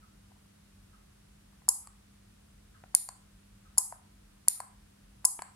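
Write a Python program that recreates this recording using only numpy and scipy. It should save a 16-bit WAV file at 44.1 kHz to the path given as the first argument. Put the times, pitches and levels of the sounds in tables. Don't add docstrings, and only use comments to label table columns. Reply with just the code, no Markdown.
import sys
import numpy as np
from scipy import signal
from scipy.fft import rfft, irfft
from scipy.io import wavfile
from scipy.ndimage import uniform_filter1d

SR = 44100
rng = np.random.default_rng(int(sys.argv[2]) if len(sys.argv) > 2 else 0)


def volts_from_decibels(level):
    exponent = np.asarray(level, float) / 20
    return 10 ** exponent


def unload_wav(signal):
    wavfile.write(
        sys.argv[1],
        SR,
        np.round(np.clip(np.atleast_2d(signal).T, -1, 1) * 32767).astype(np.int16),
    )


N = 244755

# start_s [s], peak_db [dB]
PULL_IN = [
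    (2.9497, 2),
    (4.4832, 1.5),
]


def on_log(table, hz):
    table_hz, value = np.transpose(table)
    return np.interp(np.log(np.maximum(hz, 1)), np.log(table_hz), value)


def shaped(gain, channels):
    noise = rng.standard_normal((channels, N))
    x = irfft(rfft(noise) * gain, N)
    return x / np.sqrt(np.mean(x ** 2))


def wander(rate_hz):
    f = np.fft.rfftfreq(N, 1 / SR)
    return shaped(1 / (1 + (f / rate_hz) ** 2), channels=1)


def high(x, hz):
    return signal.sosfilt(signal.butter(4, hz, "high", fs=SR, output="sos"), x)


def add(track, start_s, sound):
    i = int(start_s * SR)
    track[:, i:i + sound.shape[1]] += sound[:, :N - i]


def ring(modes, contact_ms, scatter_db, cycles, flip=-1, lead=1):
    # pitch_hz [Hz], left_lead [radians]
    port_lead = [(0, 0), (5200, 1.1077), (5900, 5), (6500, 0.48), (7400, -0.15), (8400, 4), (10200, .2),
                 (12200, -1.5)]
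    t = np.arange(int(.08 * SR)) / SR
    hz, db, t60_s, pan_db = (column[:, None] for column in np.transpose(modes))
    db = db + scatter_db * rng.standard_normal(db.shape)
    side = np.array([.5, -.5])[:, None, None]
    swell = (1 - np.exp(-t * hz / max(cycles, .01))) ** 3
    swell = swell * flip ** np.arange(len(modes))[:, None]
    level = volts_from_decibels(db + side * pan_db - 60 * t / np.maximum(t60_s, .001)) * swell
    phase = 2 * np.pi * hz * t + side * lead * on_log(port_lead, hz)
    x = (level * np.sin(phase)).sum(axis=1)
    contact = np.clip(np.arange(64) / SR / (contact_ms * 1e-3), 0, 1)
    push = np.sin(np.pi * contact)[None] + 1e-9
    x = signal.fftconvolve(x, push, axes=1)
    return x / np.abs(x).max()


def air():
    # pitch_hz [Hz], level_db [dB per Hz]
    rumble = [(15, -35), (40, 3), (63, -1.5), (202, -8.5), (252, -14.5), (389, -21.5), (687, -29.5),
              (2000, -48)]
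    # pitch_hz [Hz], level_db [dB per Hz]
    hiss = [(500, -30.5), (1320, -23), (2270, -27.5), (7110, -31.5), (9580, -29), (15200, -41.5),
            (15900, -46.5), (16200, -86)]
    # pitch_hz [Hz], level_db [dB]
    side_level = [(60, -22.5), (110, -19), (380, 2.5), (700, 6.5), (1290, -4.5), (2380, 1), (8120, 0),
                  (15000, -2.5)]
    # pitch_hz [Hz], level_db [dB rms], pitch_wander [Hz], level_wander [dB]
    hum_tones = [(48.44, -68.5, 2.5, 3.5), (96.24, -70.5, 5.6, 1.5), (200.32, -67, 2.5, 0.08),
                 (302.7, -83, 5, 1.5)]
    f = np.fft.rfftfreq(N, 1 / SR)
    colour = np.hypot(volts_from_decibels(on_log(rumble, f)), volts_from_decibels(on_log(hiss, f)))
    colour = colour / (1 + (34 / (f + 1)) ** 8)
    mid, side = rfft(shaped(colour, channels=2))
    mid, side = irfft(mid, N), irfft(side * volts_from_decibels(on_log(side_level, f)), N)
    hum = 0
    for hz, db, drift_hz, wander_db in hum_tones:
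        phase = 2 * np.pi * np.cumsum(hz + drift_hz * wander(8)) / SR
        hum = hum + np.sqrt(2) * volts_from_decibels(db + wander_db * wander(4.3)) * np.sin(phase)
    return volts_from_decibels(-62) * np.array([mid + side, mid - side]) + hum


def far_ticks():
    # pitch_hz [Hz], level_db [dB], t60_s [s to fall 60 dB], pan_db [dB]
    far_modes = [(1050, -9, 0.017, 0), (1290, -6, .05, 0), (1563, -9, 0.02, 0), (1995, -15, 0.009, 0),
                 (2819, -14, 0.012, 0), (4430, -15, 0.009, 0)]
    first_s, period_s = .011, .907
    out = np.zeros((2, N))
    for start_s in np.arange(first_s, N / SR, period_s):
        db = -43.8 + .8 * rng.standard_normal()
        add(out, start_s, volts_from_decibels(db) * ring(far_modes, contact_ms=0.27, scatter_db=4.0, cycles=0.34))
    return out


def button():
    # start_s [s], thud_db [dB], snap_db [dB], board_hz [Hz], contact_ms [ms]
    brush = [(.309, -57, -79.5, 899, 0.458), (.318, -49.5, -80, 866, 0.38), (.357, -57, -79.5, 876, 0.47),
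             (.366, -56, -78.5, 862, 0.45), (.457, -57.5, -79.5, 1000, .2),
             (1.532, -54.5, -76.5, 1005, 0.28), (1.62, -52, -79, 945, 0.22)]
    presses = [
        (1.683, -33.5, -43, 943, 0.62),
        (1.8727, -39, -32.5, 1050, .2),
        (2.9447, -31, -43, 876, .3),
        (3.089, -28, -20, 916, .2),
        (3.7758, -31, -26, 937, 0.56),
        (3.9246, -24.5, -37.5, 849, .4),
        (4.478, -32, -39, 891, 0.35),
        (4.603, -21.5, -21, 915, 0.37),
        (5.2454, -30.5, -32, 900, 0.18),
        (5.4209, -23.5, -20.5, 910, 0.092),
    ]
    nail_taps = [
        (2.8385, -37.5, -68.5, 780, 0.15),
        (5.3916, -25.5, -74.5, 970, 0.08),
        (5.3946, -31, -52, 906, 0.12),
    ]
    # ratio [times board_hz], level_db [dB], t60_s [s], pan_db [left minus right dB]
    board_modes = [(.35, -8, .014, 2), (.65, -20, .01, 2), (.88, -1, 0.014, 4), (1.1, 2.5, .014, 1),
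                   (1.4, -5.5, .01, 4.5), (1.7, -5, .009, -1), (2.1, -8, 0.008, -5)]
    # ratio [times board_hz], level_db [dB], t60_s [s], pan_db [dB]
    nail_modes = [(.2, -11, 0.027, 4.5), (.5, -12, .014, 2), (.95, 1, .017, 2.5), (1.2, -3, .012, 2),
                  (1.8, -1, .011, 0), (2.3, -3, .008, -5), (3.0, -8, .005, -4), (4.2, -11, .003, -1),
                  (5.3, -16, .003, -2.5)]
    # pitch_hz [Hz], level_db [dB], t60_s [s], pan_db [left minus right dB]
    dome_modes = [(4420, -6, 0.011, 2), (4850, -8.5, .008, -2.5), (5800, -17, 0.004, 2.5),
                  (7096, -2, 0.006, 0.5), (7800, -1, 0.0053, 4), (8400, -1, 0.0066, 8),
                  (9100, -1, .005, 2.5), (10000, -3.5, 0.0067, -3.5), (11500, -12.5, 0.0036, -5),
                  (13000, -14, .003, -6.5), (14600, -12, .003, -3.5)]
    rebound_s, rebound_db = .0032, -13
    thuds, taps, snaps = np.zeros((3, 2, N))
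    kinds = ((presses + brush, board_modes, .2, thuds, .0005), (nail_taps, nail_modes, .08, taps, 0))
    for events, body, cycles, track, lead_s in kinds:
        for start_s, thud_db, snap_db, board_hz, contact_ms in events:
            board = [(ratio * board_hz, db, t60_s, pan_db) for ratio, db, t60_s, pan_db in body]
            thud = ring(board, contact_ms=max(contact_ms, .05), scatter_db=1.6, cycles=cycles, flip=0.914)
            add(track, start_s - lead_s, -volts_from_decibels(thud_db) * thud)
            for lag_s, lag_db in ((0, 0), (rebound_s, rebound_db)):
                snap = ring(dome_modes, contact_ms=0.051, scatter_db=2.52, cycles=.3, lead=.3)
                add(snaps, start_s + lag_s - .0003, volts_from_decibels(snap_db + lag_db) * snap)
    return taps + high(thuds, 660) + high(snaps, 4100)


def drop_blows():
    # start_s [s], first_db [dB], rebound_db [dB]
    drop_out = [
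        (1.6878, -2.5, 1),
        (3.7807, -2, 1),
        (5.2503, -3, 2),
    ]
    rebound_s = .00245
    blows = []
    for start_s, first_db, again_db in drop_out:
        blows += [(start_s, first_db), (start_s + rebound_s, again_db)]
    return blows


def relay():
    # pitch_hz [Hz], level_db [dB], t60_s [s], pan_db [left minus right dB]
    pull_modes = [(1934, -37, 0.021, -5.5), (3420, -40, 0.0033, -1), (4560, -16, 0.0083, 1.5),
                  (5300, -17, .006, -2), (6096, -10, .005, -3), (6997, -12.5, 0.011, 9),
                  (7660, -19, 0.0079, 16), (8600, -16.5, .006, 10.5), (9675, 4.5, 0.0083, 0),
                  (10300, -9.5, 0.0054, 1), (11450, -6, 0.0084, -7), (13388, -26, 0.003564, -7),
                  (14700, -34, .008, 9.5), (17200, -38, .006, 9)]
    # pitch_hz [Hz], level_db [dB],
    # t60_s [s], pan_db [left minus right dB]
    drop_out_modes = [(454.2, -22.5, 0.018, 0.5), (780, -36, 0.029, 5.5), (899.6, -25.5, 0.0371, 4),
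                      (1010, -30, 0.11, 6.5), (1504, -44, 0.022, -4.5), (4408, -26, 0.0081, 5),
                      (5282, -16, 0.0099, 4),
                      (6513, -11.5, .007, 6.5), (6746, -3.5, 0.0044, 0.5), (7292, -5.5, 0.0059, -3),
                  (8103, -9.5, .008, 1.5), (8080, -8, 0.013, 1.5), (8865, -9, 0.012, 8.5),
                  (9426, -6.5, 0.0097, 3.5), (9984, -1.5, 0.0046, 5.5), (10636, -3.5, 0.0087, 2.5),
                  (11144, -9.5, .007, -5.5), (12130, -11.5, 0.0034, -10.5), (13620, -24.5, .008, 3),
                  (14444, -20.5, .006, -0.5), (16300, -23, .006, 6)]
    # delay_s [s], level_db [dB]
    pull_chatter = [(-.0005, -20.5), (.0009, -14.5), (.0021, -12), (.0033, -18), (.005, -21.5)]
    # delay_s [s], level_db [dB]
    drop_chatter = [(.0008, -4.5), (.0017, -6.5), (.0036, -12.5), (.005, -15), (.0066, -19.5)]
    out = np.zeros((2, N))
    kinds = ((PULL_IN, pull_modes, pull_chatter, .4),
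             (drop_blows(), drop_out_modes, drop_chatter, .8))
    for blows, modes, chatter, cycles in kinds:
        for start_s, db in blows:
            for lag_s, lag_db in [(0, 0)] + chatter:
                clack = ring(modes, contact_ms=0.06, scatter_db=1.08, cycles=cycles)
                add(out, start_s + lag_s, volts_from_decibels(db + lag_db) * clack)
    return out


def relay_spread():
    # pitch_hz [Hz], width_hz [Hz], level_db [dB]
    pull_peaks = [(830, 280, -19), (2100, 900, -27), (4650, 900, -12), (5730, 1400, -16), (7190, 500, -6),
                  (9493, 600, 4), (11600, 900, -5), (14100, 1200, -24.5)]
    # pitch_hz [Hz], width_hz [Hz], level_db [dB]
    drop_peaks = [(773.5, 290, -18), (1000, 68, -7), (4500, 320, -23.5), (5195, 670, -15.5),
                  (6338, 300, -11.5), (6976, 280, -7), (7638, 150, -1.5), (8048, 120, -1), (8737, 210, -2),
                  (9510, 150, -4), (10213, 352.2, -4), (10710, 730, -4), (12156, 1200, -19),
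                  (14300, 1500, -28.5)]
    out, f = 0, np.fft.rfftfreq(N, 1 / SR) + 1e-3
    for blows, peaks, spread_db in ((PULL_IN, pull_peaks, 18), (drop_blows(), drop_peaks, 22.5)):
        power = 0
        for hz, width_hz, db in peaks:
            off_pitch = hz / width_hz * (f / hz - hz / f)
            power = power + volts_from_decibels(2 * db) / (1 + 0.47 * off_pitch ** 2) ** 2
        colour = np.sqrt(power)
        for start_s, db in blows:
            out = out + volts_from_decibels(db + spread_db) * colour * np.exp(-2j * np.pi * f * start_s)
    return irfft(out, N)


def room(x):
    # pitch_hz [Hz], level_db [dB]
    bands = [(650, -21), (1200, -16), (2400, -12.5), (4800, -21), (7000, -17), (10000, -16), (15300, -18.5),
             (15900, -50.5)]
    band_t60_s = [.5, .5, .45, .45, .4, .4, .33, .3]
    gap_s, rise_s, bend_s = 0.0045, 0.0066, .4
    t = np.arange(int(.6 * SR)) / SR
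    rise = np.clip((t - gap_s) / rise_s, 0, 1)
    fade = 60 * t * (.8 + t / bend_s)
    octave = np.log2(np.maximum(np.fft.rfftfreq(len(t), 1 / SR), 1))
    centres = np.log2([hz for hz, _ in bands])
    noise, tail = rfft(rng.standard_normal((2, len(t)))), 0
    for k, ((_, db), t60_s) in enumerate(zip(bands, band_t60_s)):
        share = np.interp(octave, centres, np.arange(len(bands)) == k)
        tail = tail + volts_from_decibels(db - 20 - fade / t60_s) * irfft(noise * share, len(t))
    return signal.fftconvolve(x[:1], tail * rise, axes=1)[:, :N]


def scene():
    background, ticks = air(), far_ticks()
    finger, clacks = button(), relay()
    sent = volts_from_decibels(-15) * clacks + volts_from_decibels(-3.5) * finger
    return clacks + finger + room(sent + relay_spread() + ticks) + background


def low_pass(x):
    return signal.sosfilt(signal.butter(12, 16810, fs=SR, output="sos"), x)


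def record(dry):
    duck_db, duck_depth, duck_s, lag_s = -52, .2, .03, .004
    keep = np.exp(-1 / (duck_s * SR))
    loud = signal.lfilter([1 - keep], [1, -keep], np.mean(dry ** 2, axis=0))
    over_db = np.maximum(10 * np.log10(loud + 1e-12) - duck_db, 0)
    lag = int(lag_s * SR)
    over_db = uniform_filter1d(over_db, lag, origin=int(lag_s * SR / 2) - 1)
    x = dry * volts_from_decibels(-duck_depth * over_db)
    x = x / (1 + x ** 4) ** .25
    x = signal.sosfilt(signal.ellip(10, .2, 80, 16000, fs=SR, output="sos"), x)
    return low_pass(x)


dry = scene()
out = record(dry)
unload_wav(out)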